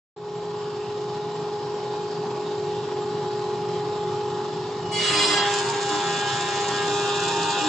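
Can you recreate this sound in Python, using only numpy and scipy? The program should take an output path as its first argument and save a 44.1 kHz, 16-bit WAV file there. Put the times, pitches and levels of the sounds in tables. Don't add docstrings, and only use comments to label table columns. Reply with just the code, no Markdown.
import sys
import numpy as np
from scipy import signal
from scipy.fft import rfft, irfft
from scipy.io import wavfile
from scipy.ndimage import uniform_filter1d

SR = 44100
rng = np.random.default_rng(int(sys.argv[2]) if len(sys.argv) > 2 else 0)


def wav_out(sig):
    wavfile.write(sys.argv[1], SR, np.round(np.clip(np.atleast_2d(sig).T, -1, 1) * 32767).astype(np.int16))


N = 338688
T = np.arange(N) / SR

# t/s, speed/(turns/s)
SHAFT_SPEED = [(0, 104.13), (4.98, 104.13), (5.16, 102.9), (5.4, 102.12), (5.7, 101.88), (6.4, 102.0)]
# t/s, level/dB
HUM_RIDE = [(.4, -32), (4.1, -30), (4.85, -35), (5.4, -29.5), (5.95, -30), (6.45, -36), (6.97, -26.5),
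            (7.3, -30.5), (7.66, -37.5)]
OCTAVE_RIDE = [(.3, -41.5), (1.8, -36.5), (2.6, -38.5), (4.33, -34.5), (4.8, -42.5), (4.96, -34.5),
               (5.03, -50), (5.15, -35.5), (5.3, -37), (5.48, -24), (5.68, -38.5), (5.85, -30.5),
               (7.65, -32)]
# t/s, level/dB
FAN_RIDE = [(.5, -41), (1.75, -40), (2.45, -35.5), (4.4, -34.5), (5.15, -39.5)]
RUMBLE_RIDE = [(.3, -44.5), (.65, -44), (2.2, -42.5), (3.0, -40.5), (3.9, -40), (4.85, -39.5),
               (5.35, -44.5), (5.75, -40.5), (6.05, -45), (6.3, -42), (7.6, -43.5)]
# f/Hz, settled level/dB, width/Hz
WHIRR_TONES = [(104.4, -57.5, 2.5), (168.4, -44.5, 10), (224, -58, 8.9), (303.8, -51.5, 27),
               (1240, -56.5, 1.6), (1402, -60, 16), (1468, -59.5, 12), (1680, -61.5, 2.5),
               (1851, -58.5, 48), (3720, -59, 49), (4065, -58, 110), (7470, -60, 48)]
# t/s, length/s, f/Hz, level/dB
STRIP_RESONANCES = [(4.842, 0.13, 2915, -46), (5.05, 0.15, 1240, -35), (5.066, 0.28, 308, -36),
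                    (5.336, 0.19, 1633, -33), (5.593, 0.21, 918, -32.5), (5.898, 0.098, 306, -34),
                    (5.92, 0.21, 918, -40), (6.847, 0.75, 306, -44), (6.917, 0.96, 918, -40.5),
                    (7.295, 0.23, 918, -33), (7.618, 0.11, 306, -26.5)]
# shaft order, relative level at first touch/dB, once dug in/dB
SQUEAL_PARTIALS = [(6, -58, -48), (10, -56, -39), (11, -52, -39), (12, -50, -44), (13, -54, -42),
                   (16, -51, -37.5), (20, -39.5, -33.5), (22, -41, -52), (24, -45, -39), (28, -32, -31.5),
                   (32, -36, -30.5), (36, -47, -40), (40, -37.5, -32), (44, -36, -37), (48, -44, -31.5),
                   (52, -46, -36.5), (56, -44, -43), (60, -45, -46), (64, -49, -41.5), (68, -41.5, -45),
                   (72, -46, -35.5), (76, -43, -42), (80, -57, -44), (84, -49, -45), (88, -55, -47),
                   (92, -55, -52)]
# shaft order, relative level early in the feed/dB, late/dB
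WHINE_PARTIALS = [(6, -50, -51), (10, -39, -42), (12, -41, -39), (13, -44, -52), (14, -51, -42),
                  (15, -58, -50), (16, -38, -45), (17, -50, -50), (18, -45, -57), (21, -54, -70),
                  (22, -53, -75), (24, -50, -44), (25, -54, -47), (26, -65, -50), (27, -50, -45),
                  (28, -42.5, -44), (30, -58, -68), (31, -55, -49), (32, -52, -48), (33, -53, -49),
                  (34, -43, -45), (36, -44, -40), (38, -52, -48), (41, -49, -52), (48, -50, -50),
                  (52, -51, -53)]
# t/s, relative level/dB
HOOD_HITS = [(5.539, -18), (5.5863, -18.5), (5.699, -20), (5.8916, -21), (7.281, -21), (7.431, -21),
             (7.505, -23)]
# f/Hz, relative level/dB
AIR_EQ = [(100, -37), (220, 0.5), (290, -1.5), (420, 7.5), (570, -6), (800, 2), (1050, 1), (1450, -10.5),
          (2050, -16.5), (3000, -12.5), (5000, -14.5), (6100, -21), (7600, -23.5), (8300, -40.5)]
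RUMBLE_EQ = [(20, -40), (40, -30), (80, -22), (105, -7.5), (135, 2), (168, -6.5), (195, -10.5),
             (300, -31.5), (600, -71.5)]
CHIP_EQ = [(3000, -22), (4100, 2), (5200, 2.5), (5900, -1), (6700, 2.5), (7350, 7.5), (7750, -1),
           (8100, -11), (9000, -10.5), (9500, -30)]
EARLY_RASP_EQ = [(1000, -17), (1600, 5), (1900, 2), (2150, 2), (2600, 5), (3500, 6.5), (4000, 0),
                 (5000, -42)]
LATE_RASP_EQ = [(1000, -19.5), (1600, 8), (1950, -3.5), (2200, -26.5), (2480, 9.5), (2800, 5.5), (3050, -3),
                (3450, 10.5), (4000, 2), (5000, -31)]
WOOD_EQ = [(150, -32), (300, -8.5), (600, -3), (900, 5.5), (1300, 1.5), (1800, -2), (2400, -47.5)]
# f/Hz, correlation (0-1)
STEREO_LIKENESS = [(25, .99), (60, .9998), (205, .9998), (260, .995), (320, .975), (400, .997), (460, .995),
                   (590, .68), (720, .92), (820, .985), (1000, .95), (1400, .55), (2100, .76), (3800, .55),
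                   (4500, .33), (6100, .35), (6500, .78), (7400, .82), (8000, .05)]
# f/Hz, level of left over right/dB
STEREO_PAN = [(450, 0), (600, 1.5), (800, .5), (1050, .3), (1400, 5), (2000, 0), (3200, -3), (4400, -.7),
              (6100, -7), (6700, -5), (7200, -2.5), (7900, .5)]
# f/Hz, phase/rad
STEREO_LEAD = [(2400, 0), (3600, .55), (4000, .2), (4400, .9), (4900, .4), (5400, 1.1), (6000, 0)]

START_S = .163
CONTACT_S, GRAZE_END_S = 4.912, 5.416
LATE_S = 6.84


def amp(db):
    return 10 ** (np.asarray(db) / 20)


def unit(x):
    return x / np.sqrt(np.mean(abs(x) ** 2) + 1e-20)


def ramp(start_s, length_s):
    return np.clip((T - start_s) / length_s, 0, 1)


def rise(start_s, time_s):
    return 1 - np.exp(-np.maximum(T - start_s, 0) / time_s)


def held(start_s, length_s, edge_s):
    attack_s = start_s - edge_s / 2
    return ramp(attack_s, edge_s) * (1 - ramp(attack_s + length_s, edge_s))


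def automation(points):
    return np.interp(T, *np.transpose(points))


def spectrum(points, hz):
    f, value = np.transpose(points)
    return np.interp(np.log(hz + 1), np.log(f), value)


def drift(hz):
    size, control_rate = 4096, 500
    f = np.fft.rfftfreq(size, 1 / control_rate)
    slow = unit(irfft(rfft(rng.standard_normal(size)) / (1 + (f / hz) ** 2)))
    return np.interp(T, np.arange(size) / control_rate, slow)


def noise():
    return rng.standard_normal((2, N))


def colour(x, eq):
    gain = amp(spectrum(eq, np.fft.rfftfreq(N, 1 / SR)))
    return unit(irfft(rfft(x) * gain, N))


def patchy(x, depth_db):
    frames = signal.stft(x, nperseg=1024)[2]
    patches = rng.standard_normal(frames.shape[1:])
    for _ in range(2):
        patches = uniform_filter1d(uniform_filter1d(patches, size=4, axis=0), size=8, axis=1)
    return unit(signal.istft(frames * amp(depth_db * unit(patches)))[1][:, :N])


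def tone(cycles, rough, width_hz):
    wander = rough * (drift(width_hz) + 1j * drift(width_hz)) / np.sqrt(2)
    carrier = np.exp(2j * np.pi * (cycles + rng.random())) * np.sqrt(2 / (1 + rough ** 2))
    left = (carrier * (1 + wander)).real
    right = rng.choice([-1, 1]) * (carrier * (1 + wander.conj())).imag
    return np.array([left, right])


def cutter_siren(turns):
    hum = amp(automation(HUM_RIDE)) * tone(4 * turns, rough=.013, width_hz=15)
    octave = amp(automation(OCTAVE_RIDE)) * tone(8 * turns, rough=.2, width_hz=5)
    return hum + octave


def motor_fan(hz=372.4):
    return amp(automation(FAN_RIDE)) * tone(hz * T, rough=.25, width_hz=7)


def drive_whirr():
    return sum(amp(db) * tone(hz * T, rough=1.12, width_hz=width / 2) for hz, db, width in WHIRR_TONES)


def air_rush():
    fluttering = patchy(noise(), depth_db=1.5) * amp(drift(40))
    return colour(fluttering, AIR_EQ) * amp(-35)


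def frame_rumble():
    return colour(noise(), RUMBLE_EQ) * amp(automation(RUMBLE_RIDE) + 1.3 * drift(7))


def strip_howls(turns, likeness=.75):
    speed = automation(SHAFT_SPEED)
    howls = 0
    for start_s, length_s, hz, db in STRIP_RESONANCES:
        order = np.round(hz / np.interp(start_s, T, speed))
        envelope = amp(db) * held(start_s, length_s, edge_s=.051)
        howls += envelope * tone(order * turns, rough=.58, width_hz=12)
    left, other = howls
    return np.array([left, likeness * left + np.sqrt(1 - likeness ** 2) * other])


def graze_squeal(turns):
    dug_in = ramp(5.02, .22)
    chatter = turns + dug_in * .001 * drift(70)
    scream = 0
    for order, touch_db, dug_db in SQUEAL_PARTIALS:
        khz = order * SHAFT_SPEED[-1][1] / 1000
        release = 1 - ramp(5.43 - .014 * khz, .11)
        level = amp(touch_db) * (1 - dug_in) + amp(dug_db) * dug_in
        scream += level * release * tone(order * chatter, rough=.5, width_hz=26 + .3 * order)
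    return scream * amp(.4) * rise(CONTACT_S, .022)


def workshop_echo(x, wet_db=-10, t60_s=.5, reflections_per_s=2000):
    reflections = noise() * (rng.random((2, N)) < reflections_per_s / SR)
    tail = reflections * (T > .004) * amp(-60 * T / t60_s)
    echo = signal.fftconvolve(x, unit(tail) / np.sqrt(N), axes=1)[:, :N]
    return (x + amp(wet_db) * echo) / np.hypot(1, amp(wet_db))


def tearing(turn_likeness):
    one_turn_delay = np.exp(-2j * np.pi * np.fft.rfftfreq(N, 1 / SR) / SHAFT_SPEED[-1][1])
    return irfft(rfft(noise()) / (1 - turn_likeness * one_turn_delay), N)


def knife_pulses(turns):
    angle = 2 * np.pi * turns
    return 1 + .1 * np.cos(4 * angle) + .08 * np.cos(2 * angle) + .07 * np.cos(angle)


def chip_hiss(turns, graze, late, chips_per_s=250):
    spray = patchy(tearing(turn_likeness=.54), depth_db=2) * knife_pulses(turns) * amp(1.6 * drift(40))
    impacts = (rng.random((2, N)) < chips_per_s / SR) * noise()
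    patter = impacts * amp(3 * np.minimum(rng.exponential(1, (2, N)), 3))
    first_chips = held(5.42, .22, edge_s=.16)
    level_db = -37 - 4.5 * graze + 3.5 * first_chips + late
    return colour(spray + .55 * unit(patter), CHIP_EQ) * amp(level_db) * rise(CONTACT_S, .036)


def cut_whine(turns, late, ease):
    prominent = {order: levels for order, *levels in WHINE_PARTIALS}
    whine = 0
    for order in range(6, 54):
        early_db, late_db = prominent.get(order, (-59, -59))
        level = amp(early_db) * (1 - late) + amp(late_db) * late
        dip_db = -1.5 if order % 4 == 0 else -7
        dip = 1 + ease * (amp(dip_db) - 1)
        whine += level * dip * tone(order * turns, rough=.26, width_hz=2 + .2 * order)
    return whine * amp(-1.1)


def fibre_rasp(turns, late, ease):
    fibres = patchy(tearing(turn_likeness=.66), depth_db=2) * knife_pulses(turns)
    fibres *= amp(drift(35))
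    rasp = colour(fibres, EARLY_RASP_EQ) * (1 - late) + colour(fibres, LATE_RASP_EQ) * late
    bite = held(5.03, .12, edge_s=.036)
    scraping = 1 - ramp(GRAZE_END_S, .37)
    swell = ramp(LATE_S, .88)
    return rasp * amp(-36.5 + 3.5 * bite + 5 * scraping - 3.5 * ease + 5.5 * swell)


def wood_body(graze):
    body = colour(tearing(turn_likeness=.45), WOOD_EQ)
    return body * amp(-37.5 + 4 * graze) * rise(CONTACT_S + .14, .051)


def hood_ticks(decay_s=.0066):
    envelope = sum(amp(db - 7) * (T >= s) * (1 - rise(s, decay_s)) for s, db in HOOD_HITS)
    return colour(noise(), CHIP_EQ) * envelope


def stereo_image(pair):
    hz = np.fft.rfftfreq(N, 1 / SR)
    likeness = spectrum(STEREO_LIKENESS, hz)
    pan = amp(spectrum(STEREO_PAN, hz) / 2)
    lead = spectrum(STEREO_LEAD, hz)
    left, other = rfft(pair)
    right = (likeness * left + np.sqrt(1 - likeness ** 2) * other) * np.exp(-1j * lead)
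    mono_gain = np.sqrt(pan ** 2 + pan ** -2 + 2 * likeness * np.cos(lead)) / 2
    return irfft(np.array([left * pan, right / pan]) / mono_gain, N)


def scene():
    load = rise(CONTACT_S + .053, .047)
    turns = np.cumsum(automation(SHAFT_SPEED) + .1 * load * drift(6)) / SR
    graze = 1 - ramp(GRAZE_END_S, .062)
    ease = held(5.62, .273, edge_s=.044)
    late = ramp(LATE_S, .1)
    opening_swell = amp(-4.5 * (1 - rise(START_S, 1.6)))
    machine = cutter_siren(turns) + motor_fan()
    machine += (drive_whirr() + air_rush()) * opening_swell + frame_rumble()
    cut = workshop_echo(graze_squeal(turns)) + chip_hiss(turns, graze, late)
    cut += load * (cut_whine(turns, late, ease) + fibre_rasp(turns, late, ease))
    cut += wood_body(graze) + hood_ticks()
    return stereo_image(machine + cut) + strip_howls(turns)


def record(dry):
    gate = ramp(START_S - .001, .004)
    fade_up = amp(-8.5 * (1 - rise(START_S, .11)))
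    high_cut = signal.firwin(511, cutoff=9700, window=("kaiser", 9), fs=SR)
    return signal.oaconvolve(dry * gate * fade_up, high_cut[None], "same")


dry = scene()
out = record(dry)
wav_out(out)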